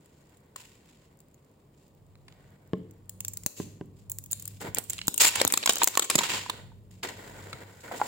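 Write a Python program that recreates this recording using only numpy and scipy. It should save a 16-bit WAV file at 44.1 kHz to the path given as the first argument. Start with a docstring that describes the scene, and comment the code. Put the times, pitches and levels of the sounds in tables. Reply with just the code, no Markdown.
"""Faint rustles and ticks, then loud snaps: hands pick at the shrink film on a hollow plastic toy ball,
rip it along its perforation and peel it off over a desk. The film buckles and slides, fingers rub and
tap the shell, the ball bumps the desk, air thuds on the microphone, and the shell knocks as it opens.
A small room reverberates and hums faintly; a limiter ducks everything after the loudest snaps."""
import sys
import numpy as np
from scipy import signal
from scipy.fft import rfft, irfft
from scipy.io import wavfile
from scipy.ndimage import uniform_filter1d, minimum_filter1d

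SR = 44100
rng = np.random.default_rng(int(sys.argv[2]) if len(sys.argv) > 2 else 0)


def to_wav(sig):
    """Store sig (one row per channel, or 1-D mono) as 16-bit WAV at the path in sys.argv[1].

    Samples outside -1..1 are clipped; the rate is SR.
    """
    pcm = np.clip(np.atleast_2d(sig), -1, 1) * 32767
    pcm = np.round(pcm).astype(np.int16)
    wavfile.write(sys.argv[1], SR, pcm.T)  # frames by channels


N = 356074
TIME = np.arange(N) / SR


# taut film ticks as it is picked and torn: t/s, treble level/dB, body/dB, left minus right/dB
TICKS = [(0.058, -65, -3, 5), (0.37, -64, 2, 0), (1.203, -59, 2, 1), (1.3424, -63, 0, 1),
         (2.9094, -60, 2, -1), (3.0938, -40, 0, 0), (3.2043, -35, 2, 1.5), (3.2484, -34, 3, 1),
         (3.281, -34, 0, -1.5), (3.3345, -42, -5, 3), (3.3705, -36, 0, -1.5), (3.4344, -47.5, 1, -2),
         (4.097, -41, -6, 2), (4.1166, -36, -5, -2), (4.1852, -38.5, -3, -1), (4.239, -47, -5, -1),
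         (4.2594, -49, -3, 2), (4.312, -39, -9, -3), (4.3185, -35, -6, 3), (4.3297, -28, 3, 0),
         (4.396, -46, -4, 0), (4.4225, -44, -4, -1), (4.4536, -40, -2, 2), (4.4765, -37.5, -3, 0),
         (4.6134, -46, -4, 13), (4.7465, -30, 0, 0), (4.839, -41, -4, 8), (4.8972, -31, -2, -3),
         (4.9025, -32, 2, -1), (4.932, -34, 6, -4.5), (4.9808, -45, 18, 1), (4.9883, -41, 19, 0),
         (5.0145, -48, 28, -4), (5.0706, -36, -1, 3), (5.141, -17, 1, 11), (5.1604, -37, -7, 11),
         (5.178, -14, 1, 1)]
# loose film cracks, or a fingernail taps the shell:
# t/s, treble level/dB, body/dB, rise/s, left minus right/dB
CRACKS = [(0.5595, -43, 0, 0.002, 1.5), (2.1543, -72, 13, 0.0006, 0), (2.281, -62, 13, 0.0017, 0),
          (2.3234, -70, 13, 0.001, -8), (3.4621, -14, -8, 0.000125, 2.5), (4.7693, -44, 10, 0.0014, 5),
          (4.7846, -19, -5, 0.00014, -5.5), (5.0807, -11, -4, 0.0004, 1.5), (5.202, -19, -6, 0.004, 3),
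          (5.2108, -13, -4, 0.002, -1.5), (5.2182, -13, -6, 0.0013, 0.5), (5.2468, -12.5, -2, 0.0016, 3),
          (5.262, -19, -4, 0.0006, 6.5), (5.2728, -17, -7, 0.003, 4), (5.2797, -18, -6, 0.0016, 0.5),
          (5.354, -23, -1, 0.0025, -7.5), (5.3983, -35, 11, 0.0024, -3.5), (5.4141, -19, 5, 0.0013, 2.5),
          (5.4497, -9, -3, 0.0003, 2.5), (5.4676, -36, 24, 0.003, -5.5), (5.4763, -8, -13, 0.0007, 2),
          (5.5, -24.5, 8, 0.0039, 0), (5.5233, -9.5, -7, 0.0003, -1), (5.537, -6.5, 1, 0.0016, 1),
          (5.5738, -10, -1, 0.0009, 0), (5.6278, -33, 16, 0.002, -0.5), (5.6359, -37, 21, 0.0013, -3.5),
          (5.6587, -10, -3, 0.0015, -1.5), (5.6745, -23.5, 13, 0.0012, 3.5), (5.6931, -6.5, 1, 0.0019, 0),
          (5.7026, -19, 6, 0.0029, -4), (5.7218, -21, -6, 0.002, 7), (5.733, -20, -15, 0.001, 2),
          (5.756, -19, -6, 0.0007, -0.5), (5.7662, -25, 6, 0.0024, -2), (5.782, -22, -10, 0.0015, 3.5),
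          (5.8165, -46, 25, 0.0029, -5.5), (5.8325, -14, -2, 0.0009, 3.5), (5.8417, -7, -12, 0.001, -1),
          (5.8733, -7.5, -3, 0.0015, 2), (5.8842, -18.5, -3, 0.0008, 7), (5.9519, -24.5, 5, 0.0012, 2),
          (5.9729, -7, -1, 0.0012, -1.5), (5.994, -7.5, -1, 0.0013, 3), (6.021, -16.5, 4, 0.003, 0.5),
          (6.041, -18, -2, 0.004, 1), (6.0989, -13.5, 1, 0.002, 2.5), (6.109, -31, 10, 0.0016, -13),
          (6.1535, -7, -2, 0.002, -2.5), (6.1786, -14, -1, 0.005, -1.5), (6.1873, -12, 6, 0.0018, 0),
          (6.2329, -20, 5, 0.0022, -11), (6.4967, -33.5, 7.5, 0.0017, -3), (7.0319, -42.5, 3, 0.0028, 12),
          (7.0863, -45, 8, 0.0025, 5), (7.5287, -50, 14, 0.0019, 0)]
# their spectra; a bigger facet has more body, a quicker onset is brighter:
# low f/Hz, high f/Hz, level/dB, dB per dB of body, dB per halving of the rise time
TICK_BANDS = [(157, 1200, -26, .45, 0), (1620, 4470, -15, .98, 0), (5880, 9280, -5.7, 0, 0),
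              (10550, 18740, -5.5, -.9, .4)]
CRACK_BANDS = [(235, 1400, -7.5, .7, 1.1), (1500, 4470, -3.2, .98, -.2), (5880, 9280, -4.5, 0, 0),
               (10550, 18740, -8.8, -.25, 2.2), (16500, 19500, -30, 0, 9)]

def crackle(tick_rise_s=.001):
    """Snap-through and impact: thin ticks of taut film, fuller cracks of loose film, fingernail taps."""
    starts, level_db, body_db, pan_db = np.transpose(TICKS)
    rise_s = tick_rise_s * np.exp(.3 * rng.standard_normal(len(starts)))
    ticks = snaps(starts, level_db, body_db, rise_s, pan_db, TICK_BANDS, scatter_db=-12)
    return ticks + snaps(*np.transpose(CRACKS), CRACK_BANDS, scatter_db=-17)


def snaps(starts, level_db, body_db, rise_s, pan_db, bands, scatter_db,
          scatter_s=.0058, correlation=.61, lag_spread_s=.0003, usual_rise_s=.0015):
    """Impulsive excitation: plastic cracks and resonates, and the sound scatters off ball and hands."""
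    out, t = np.zeros((2, N)), TIME[:SR // 25]
    noise = rng.standard_normal((len(starts), 4, len(t)))
    separate, common, chance = noise[:, :2], noise[:, 2:3], noise[:, 3]
    age = t / rise_s[:, None, None]
    crack = age * np.exp(1 - age) * (np.sqrt(correlation) * common + np.sqrt(1 - correlation) * separate)
    pop = from_db(3) * t / .00022 * np.exp(1 - t / .00012)   # the surface shoves the air once
    scatter = from_db(scatter_db) * np.exp(-t / scatter_s) * separate[:, ::-1]
    mode_hz = np.array([1000, 2600, 4300, 8000, 13000]) * np.exp(.2025 * chance[:, 1:6])
    bursts = np.array([resonate(burst, [(hz, hz / 8, 7) for hz in modes])
                       for burst, modes in zip(crack + pop + scatter, np.minimum(mode_hz, .4 * SR))])
    sounds, halvings = 0, np.log2(usual_rise_s / rise_s)
    for low_hz, high_hz, band_db, per_body, per_halving in bands:
        part = band(bursts, low_hz, high_hz)
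        power = np.sum(part ** 2, axis=2, keepdims=True) / (SR / 100)   # energy spread over 10 ms
        gain = from_db(level_db + band_db + per_body * body_db + per_halving * halvings)
        sounds = sounds + part / np.sqrt(power) * gain[:, None, None]
    for start, pair, side_db, lag_s in zip(starts, sounds, pan_db, lag_spread_s * chance[:, 0]):
        balance = rms_one(from_db(np.array([[side_db], [-side_db]]) / 2))
        delayed = [np.interp(t - max(delay, 0), t, channel, left=0)
                   for delay, channel in zip((lag_s, -lag_s), pair)]
        add(out, start, balance * np.array(delayed))
    return out


# film or skin slides, and hiss dying away after snaps:
# t/s, level/dB, hold/s, 60 dB release/s, brightness/dB
RUSTLES = [(0, -67, .36, .2, 1), (0.563, -47.5, .02, .85, 0), (0.85, -65, .2, .35, -1),
           (1.77, -68, .08, .5, 5), (2.28, -72, .2, .9, -2), (3.56, -43, .02, .36, 9),
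           (3.58, -63, .08, .9, -2), (3.96, -63, .04, .4, 7), (4.3, -57.5, .25, .3, 10),
           (4.6, -46, .04, .22, 10), (4.755, -43, .02, .2, -4), (4.895, -46, .04, .55, 8),
           (5.02, -54, .17, .2, 2), (5.197, -8, .078, .12, 2), (5.28, -33, .1, .3, -5.5),
           (5.349, -23, .012, .07, -5), (5.41, -33, .2, .3, -3), (5.66, -26, .04, .5, -2),
           (5.75, -37, .19, .25, -6), (6.105, -38, .06, .2, -5), (6.18, -18.5, .08, .46, -3.3),
           (6.905, -58, .03, .4, 1), (7.027, -36, .012, .36, -3.5), (7.08, -52.5, .42, 1.3, 1),
           (7.268, -52, .008, .06, 4), (7.68, -63, .12, .5, 16), (7.8, -58, .15, .3, 16),
           (7.95, -46.5, .12, .3, 12)]
# spectrum of the rustle: f/Hz, level/dB
RUSTLE_SPECTRUM = [(100, -7), (300, -7.5), (900, 3.5), (1400, 0.5), (2600, 7.5), (5000, 5), (8000, -1),
                   (11000, -4), (16000, -10)]

def rustle_and_hiss(grip_db=-75, low_slope=-1.98, high_slope=.49, crossover_hz=3500):
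    """Friction and decay: film or skin slides, hiss fades after snaps; brightness tilts the spectrum."""
    low_power = high_power = from_db(grip_db) ** 2   # a steady grip rustles faintly
    for start, level_db, hold_s, release_s, bright_db in RUSTLES:
        power = envelope(start, hold_s, release_s, attack_s=.006) ** 2
        low_power = low_power + power * from_db(level_db + low_slope * bright_db) ** 2
        high_power = high_power + power * from_db(level_db + high_slope * bright_db) ** 2
    hiss = rms_one(slips(per_s=2800, spread_db=-1, clump_db=2.5, clump_hz=150))
    ticks = rms_one(slips(per_s=70, spread_db=3, clump_db=2, clump_hz=9))
    rustle = coloured(hiss + from_db(-14.5) * ticks, RUSTLE_SPECTRUM)
    lows = signal.sosfilt(signal.butter(1, crossover_hz, fs=SR, output="sos"), rustle)
    return (lows * np.sqrt(low_power) + (rustle - lows) * np.sqrt(high_power)) * from_db(-6.5)


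# the shell knocks, at a pitch set by the grip: t/s, level/dB, frequency ratio
KNOCKS = [(0.5597, -38, 1.25), (5.4145, -9.5, 0.61), (5.818, -9.5, 1.1), (5.9735, 2, 1.28),
          (5.9955, -14, 1.57), (6.19, -9.5, 1.17), (6.209, -10, 1.1), (6.235, -13.5, 1.53),
          (6.462, -32, 1.15), (6.498, -25.5, 1.18), (6.718, -48, 1.07), (7.5295, -29, 1.54),
          (7.881, -37, 1.7), (7.9135, -27.5, 0.88), (7.9195, -28, 0.85), (7.9995, -25, 1),
          (8.0153, -12, 0.98)]
# modes of the shell: f/Hz, level/dB, T60/s
SHELL_MODES = [(442, -16, 0.0098), (860, 0, 0.032), (998, -8.5, 0.024), (1400, -12.5, 0.035),
               (2130, -17.5, 0.021), (3380, -27, 0.0086)]

def shell_knocks():
    """Free vibration: the plastic shell rings briefly after each knock."""
    return band(impacts(KNOCKS, SHELL_MODES), 290, 12000, order=2)


# low thuds; the ball bumps the desk, or air hits the microphone: t/s, level/dB, frequency ratio
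THUDS = [(2.7335, -16.3, 1.1), (3.6005, -24, 1.02), (3.8112, -27, 1), (4.645, -36.5, 1.04),
         (4.685, -27.5, 0.38), (5.414, -33, 1.45), (5.451, -10.5, 0.66), (6.156, -10.5, 0.91),
         (6.183, -26, 0.51), (7.54, -33, 0.31)]
# modes of a thud: f/Hz, level/dB, T60/s
THUD_MODES = [(109, -18.5, 0.044), (171, -5.5, 0.079), (245, -1, 0.026), (308, -6, 0.051),
              (390, -8.5, 0.085), (553, -19, 0.065), (720, -13.5, .02), (980, -16, 0.04), (1540, -15, .014),
              (1875, -22, 0.015), (2700, -12.5, .006), (4400, -22, .004)]

def thuds():
    """Damped oscillation: the ball bumps the desk; the lowest thuds are air on the microphone ports."""
    return band(impacts(THUDS, THUD_MODES), 97, 12000)


def impacts(hits, modes, onset_s=.00022):
    """Modal superposition: each blow sums decaying sines, varied in strength and left-right phase."""
    out, t = np.zeros((2, N)), TIME[:SR // 4]
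    hz, mode_db, t60 = np.transpose(modes)[:, :, None]
    for start, level_db, ratio in hits:
        chance = rng.standard_normal((3, len(modes), 1))
        phase = 2 * np.pi * ratio * hz * t + .5 * chance[:2]
        rings = np.sin(phase) * from_db(level_db + mode_db + chance[2] - 60 * t / t60)
        add(out, start, rings.sum(axis=1) * (1 - np.exp(-t / onset_s)))
    return out


# the flipping film puffs air at the microphone: t/s, level/dB
PUFFS = [(3.4621, -8), (4.7847, -19), (5.0807, -6), (5.4503, 1), (6.154, -2), (6.183, -9)]

def air_puffs(pulse_s=.0009, gust_s=.006, gust_db=-14):
    """Air displacement: one pressure pulse, then a faint dull gust that differs at each port."""
    out, t = np.zeros((2, N)), TIME[:SR // 20]
    for start, level_db in PUFFS:
        gust = rms_one(band(rng.standard_normal((2, SR // 5)), 60, 260, order=2))[:, -len(t):]
        pressure = from_db(gust_db) * gust * np.exp(-t / gust_s) - np.exp(-t / pulse_s)
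        add(out, start, from_db(level_db) * band(pressure, 85, 1700, order=2))
    return out


# skin rubs on the shell: t/s, level/dB, hold/s, 60 dB release/s
RUBS = [(0, -72, .6, 6), (2.27, -67, .1, 4), (4.6, -47.5, .04, .2), (4.635, -39, .03, .22),
        (4.76, -41, .03, .2), (5.39, -41, .05, .4), (6.16, -48, .04, .3), (6.48, -51, .08, .45),
        (7.027, -42, .02, .8), (7.18, -51, .4, 1.8), (7.83, -48, .24, .3), (7.91, -43, .03, .4)]
# spectrum of the rubbing: f/Hz, level/dB
RUB_SPECTRUM = [(80, -17.5), (250, 1.5), (500, 2), (680, 0.5), (880, -3), (1150, -8.5), (1450, -4.5),
                (1750, -7.5), (2150, -5), (2600, -17), (3400, -12.5), (6000, -24), (16000, -27.5)]

def finger_rub(uneven_db=1.5):
    """Stick-slip friction: fingers drag over the shell, and overlapping strokes add in power."""
    power = sum((from_db(level_db) * envelope(start, hold_s, release_s, attack_s=.012)) ** 2
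                for start, level_db, hold_s, release_s in RUBS)
    drag = slips(per_s=4000, spread_db=2, clump_db=1.5, clump_hz=90)
    return np.sqrt(power) * coloured(drag * from_db(uneven_db * drift(40)), RUB_SPECTRUM)


# resonances of the hollow ball: f/Hz, bandwidth/Hz, gain/dB
BALL_RESONANCES = [(463, 68, 4), (969, 130, 7), (1501, 99, 5.5), (1900, 140, 6), (2310, 150, 3),
                   (2720, 75, 4.5), (3070, 59, 3), (4450, 120, 0.5)]

def hollow_ball(x):
    """Forced vibration: the ball's resonances colour the rustle and the rubbing."""
    return resonate(x, BALL_RESONANCES)


def fingertips():
    """Adhesion: fingertips stick to the film and let go in faint bright ticks."""
    ticks = slips(per_s=16, spread_db=3, clump_db=2, clump_hz=4)
    return from_db(-84) * rms_one(band(ticks, 4300, .45 * SR, order=2))


# room tail: low f/Hz, high f/Hz, T60/s, level/dB relative to the direct sound
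REVERB_BANDS = [(68.5, 470, 0.53, -8.5), (550, 1490, 0.44, -17), (1970, 6100, 0.5, -12.5),
                (6360, 12100, 0.46, -17), (9600, 16000, 0.36, -17.5)]

def room(x, build_s=.014):
    """Reverberation: a diffuse tail builds up and decays exponentially, soonest in the top treble."""
    t, response = TIME[:SR], 0
    for low_hz, high_hz, t60, tail_db in REVERB_BANDS:
        correlation = at_hz(CORRELATION, np.sqrt(low_hz * high_hz))
        common = np.sqrt(correlation) * rng.standard_normal(SR)
        separate = np.sqrt(1 - correlation) * rng.standard_normal((2, SR))
        tail = (common + separate) * from_db(-60 * t / t60) * (1 - np.exp(-t / build_s))
        response = response + from_db(tail_db) * band(rms_one(tail) / np.sqrt(SR), low_hz, high_hz)
    return signal.fftconvolve(x, response, axes=1)[:, :N]


# envelope of the room's low hum: t/s, level/dB
HUM_ENVELOPE = [(1.6, -82), (2.1, -61), (2.6, -61), (3.2, -51.5), (3.9, -54.5), (4.7, -50.5), (7.4, -52),
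                (8.07, -60)]
# spectra of the hum's lines, the rumble around them and the room noise: f/Hz, level/dB
HUM_LINES = [(48.4, -13.5), (99.5, -2), (143, -12), (184, -12)]
RUMBLE_SPECTRUM = [(40, -24.5), (70, -10), (100, 0.5), (130, -8.5), (190, -9), (280, -22), (700, -58)]
AIR_SPECTRUM = [(15, -35.5), (25, -6), (66, 0.5), (153, 3), (256, -3), (476, -5), (714, -13), (1160, -16.5),
                (1330, -24.5), (5880, -36), (7310, -48.5), (8830, -34), (11300, -40), (14800, -37),
                (16000, -40)]

def background(drone_hz=143.5, drone_db=-70, air_db=-60):
    """Line spectrum over a noise floor: a wavering hum, a faint constant drone and dull room noise."""
    hum_db = np.interp(TIME, *np.transpose(HUM_ENVELOPE))
    tones = np.sqrt(2) * np.sin(2 * np.pi * drone_hz * TIME + .6 * drift(5)) * from_db(drone_db)
    for hz, line_db in HUM_LINES:
        phase = 2 * np.pi * hz * TIME + .7 * drift(5) + .45 * np.array([drift(3), drift(3)])
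        tones = tones + np.sqrt(2) * np.sin(phase) * from_db(hum_db + line_db + 2.5 * drift(11))
    rumble = from_db(hum_db - 3.5) * coloured(rng.standard_normal((2, N)), RUMBLE_SPECTRUM)
    air = from_db(air_db) * coloured(rng.standard_normal((2, N)), AIR_SPECTRUM)
    return band(tones + rumble + air, 34, 19000)


# likeness of left and right: f/Hz, correlation coefficient
CORRELATION = [(50, 0.95), (300, 0.99), (800, 0.17), (2000, 0.25), (16000, .1)]

def coloured(pair, spectrum):
    """Partial coherence: two unrelated signals become stereo of this spectrum, alike in the bass."""
    hz = np.arange(N // 2 + 1) * SR / N
    correlation = at_hz(CORRELATION, hz)
    mid, side = rfft(pair) * from_db(at_hz(spectrum, hz))
    stereo = np.sqrt(1 + correlation) * mid + np.sqrt(1 - correlation) * side * [[1], [-1]]
    return rms_one(irfft(stereo, N))


def slips(per_s, spread_db, clump_db, clump_hz, decay_s=.00017):
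    """Shot noise: tiny bursts at random times, their uneven sizes swelling in clumps."""
    sizes = from_db(spread_db * np.minimum(rng.exponential(1, N), 4) + clump_db * drift(clump_hz))
    impulses = sizes ** 2 * (rng.random(N) < per_s / SR)
    energy = signal.lfilter([1], [1, -np.exp(-1 / (decay_s * SR))], impulses + 1e-18)
    return np.sqrt(energy) * rng.standard_normal((2, N))


def envelope(start, hold_s, release_s, attack_s):
    """Linear attack, hold, exponential decay."""
    t = TIME - start
    return np.clip(t / attack_s, 0, 1) * from_db(-60 * np.clip((t - hold_s) / release_s, 0, 3))


def resonate(x, peaks):
    """Second-order resonators lift or cut narrow bands."""
    for hz, width_hz, peak_db in peaks:
        x = x + (from_db(peak_db) - 1) * signal.lfilter(*signal.iirpeak(hz, hz / width_hz, fs=SR), x)
    return x


def band(x, low_hz, high_hz, order=3):
    """Causal band-pass filter."""
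    sections = signal.butter(order, [low_hz, min(high_hz, .45 * SR)], "band", fs=SR, output="sos")
    return signal.sosfilt(sections, x)


def drift(rate_hz):
    """Random modulation of unit rms."""
    knots = rng.standard_normal(int(TIME[-1] * rate_hz) + 3)
    return rms_one(np.interp(TIME * rate_hz, np.arange(len(knots)), knots))


def at_hz(points, hz):
    """Interpolation on a log-frequency axis."""
    f, value = np.transpose(points)
    return np.interp(np.log(hz + 1), np.log(f), value)


def add(out, start, sound):
    """Superpose a short stereo sound at its start time."""
    at = round(start * SR)
    out[:, at:at + sound.shape[1]] += sound[:, :N - at]


def from_db(db):
    """Level to amplitude ratio."""
    return 10 ** (np.asarray(db) / 20)


def rms_one(x):
    """Normalisation to unit rms."""
    return x / np.sqrt(np.mean(x ** 2) + 1e-20)


def scene():
    """Direct and diffuse field: film and ball close to the microphone, the room behind them."""
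    blows = thuds() + shell_knocks()
    direct = crackle() + hollow_ball(rustle_and_hiss() + finger_rub()) + fingertips() + blows
    return direct + room(direct) + air_puffs() + background()


def limiter(x, ceiling_db=-10.5, hold_s=.093, release_db_per_s=450):
    """Limiting: a millisecond over the ceiling pulls the gain down; it is held, then let go quickly."""
    power = uniform_filter1d(x ** 2, size=SR // 1000).max(axis=0)
    over_db = np.maximum(10 * np.log10(np.abs(power) + 1e-18) - ceiling_db, 0)
    half_hold = int(hold_s * SR / 2)
    held_db = -minimum_filter1d(-over_db, 2 * half_hold + 1, origin=half_hold)
    cut_db = np.maximum.accumulate(held_db + release_db_per_s * TIME) - release_db_per_s * TIME
    smooth_gain_db = uniform_filter1d(minimum_filter1d(-cut_db, size=65), size=65)
    return x * from_db(smooth_gain_db)


# resonances of the microphone ports: f/Hz, bandwidth/Hz, gain/dB
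PORT_RESONANCES = [(5875, 590, -6.5), (7354, 730, 11.5), (15500, 1400, 9.5)]

def record(dry, cutoff_hz=16100):
    """Transduction: the ports resonate, the limiter ducks, stray peaks clip, the top is cut."""
    limited = limiter(resonate(dry, PORT_RESONANCES))
    clipped = np.clip(limited, -.85, .85)
    return signal.sosfilt(signal.ellip(10, .3, 70, cutoff_hz, fs=SR, output="sos"), clipped)


dry = scene()
out = record(dry)
to_wav(out)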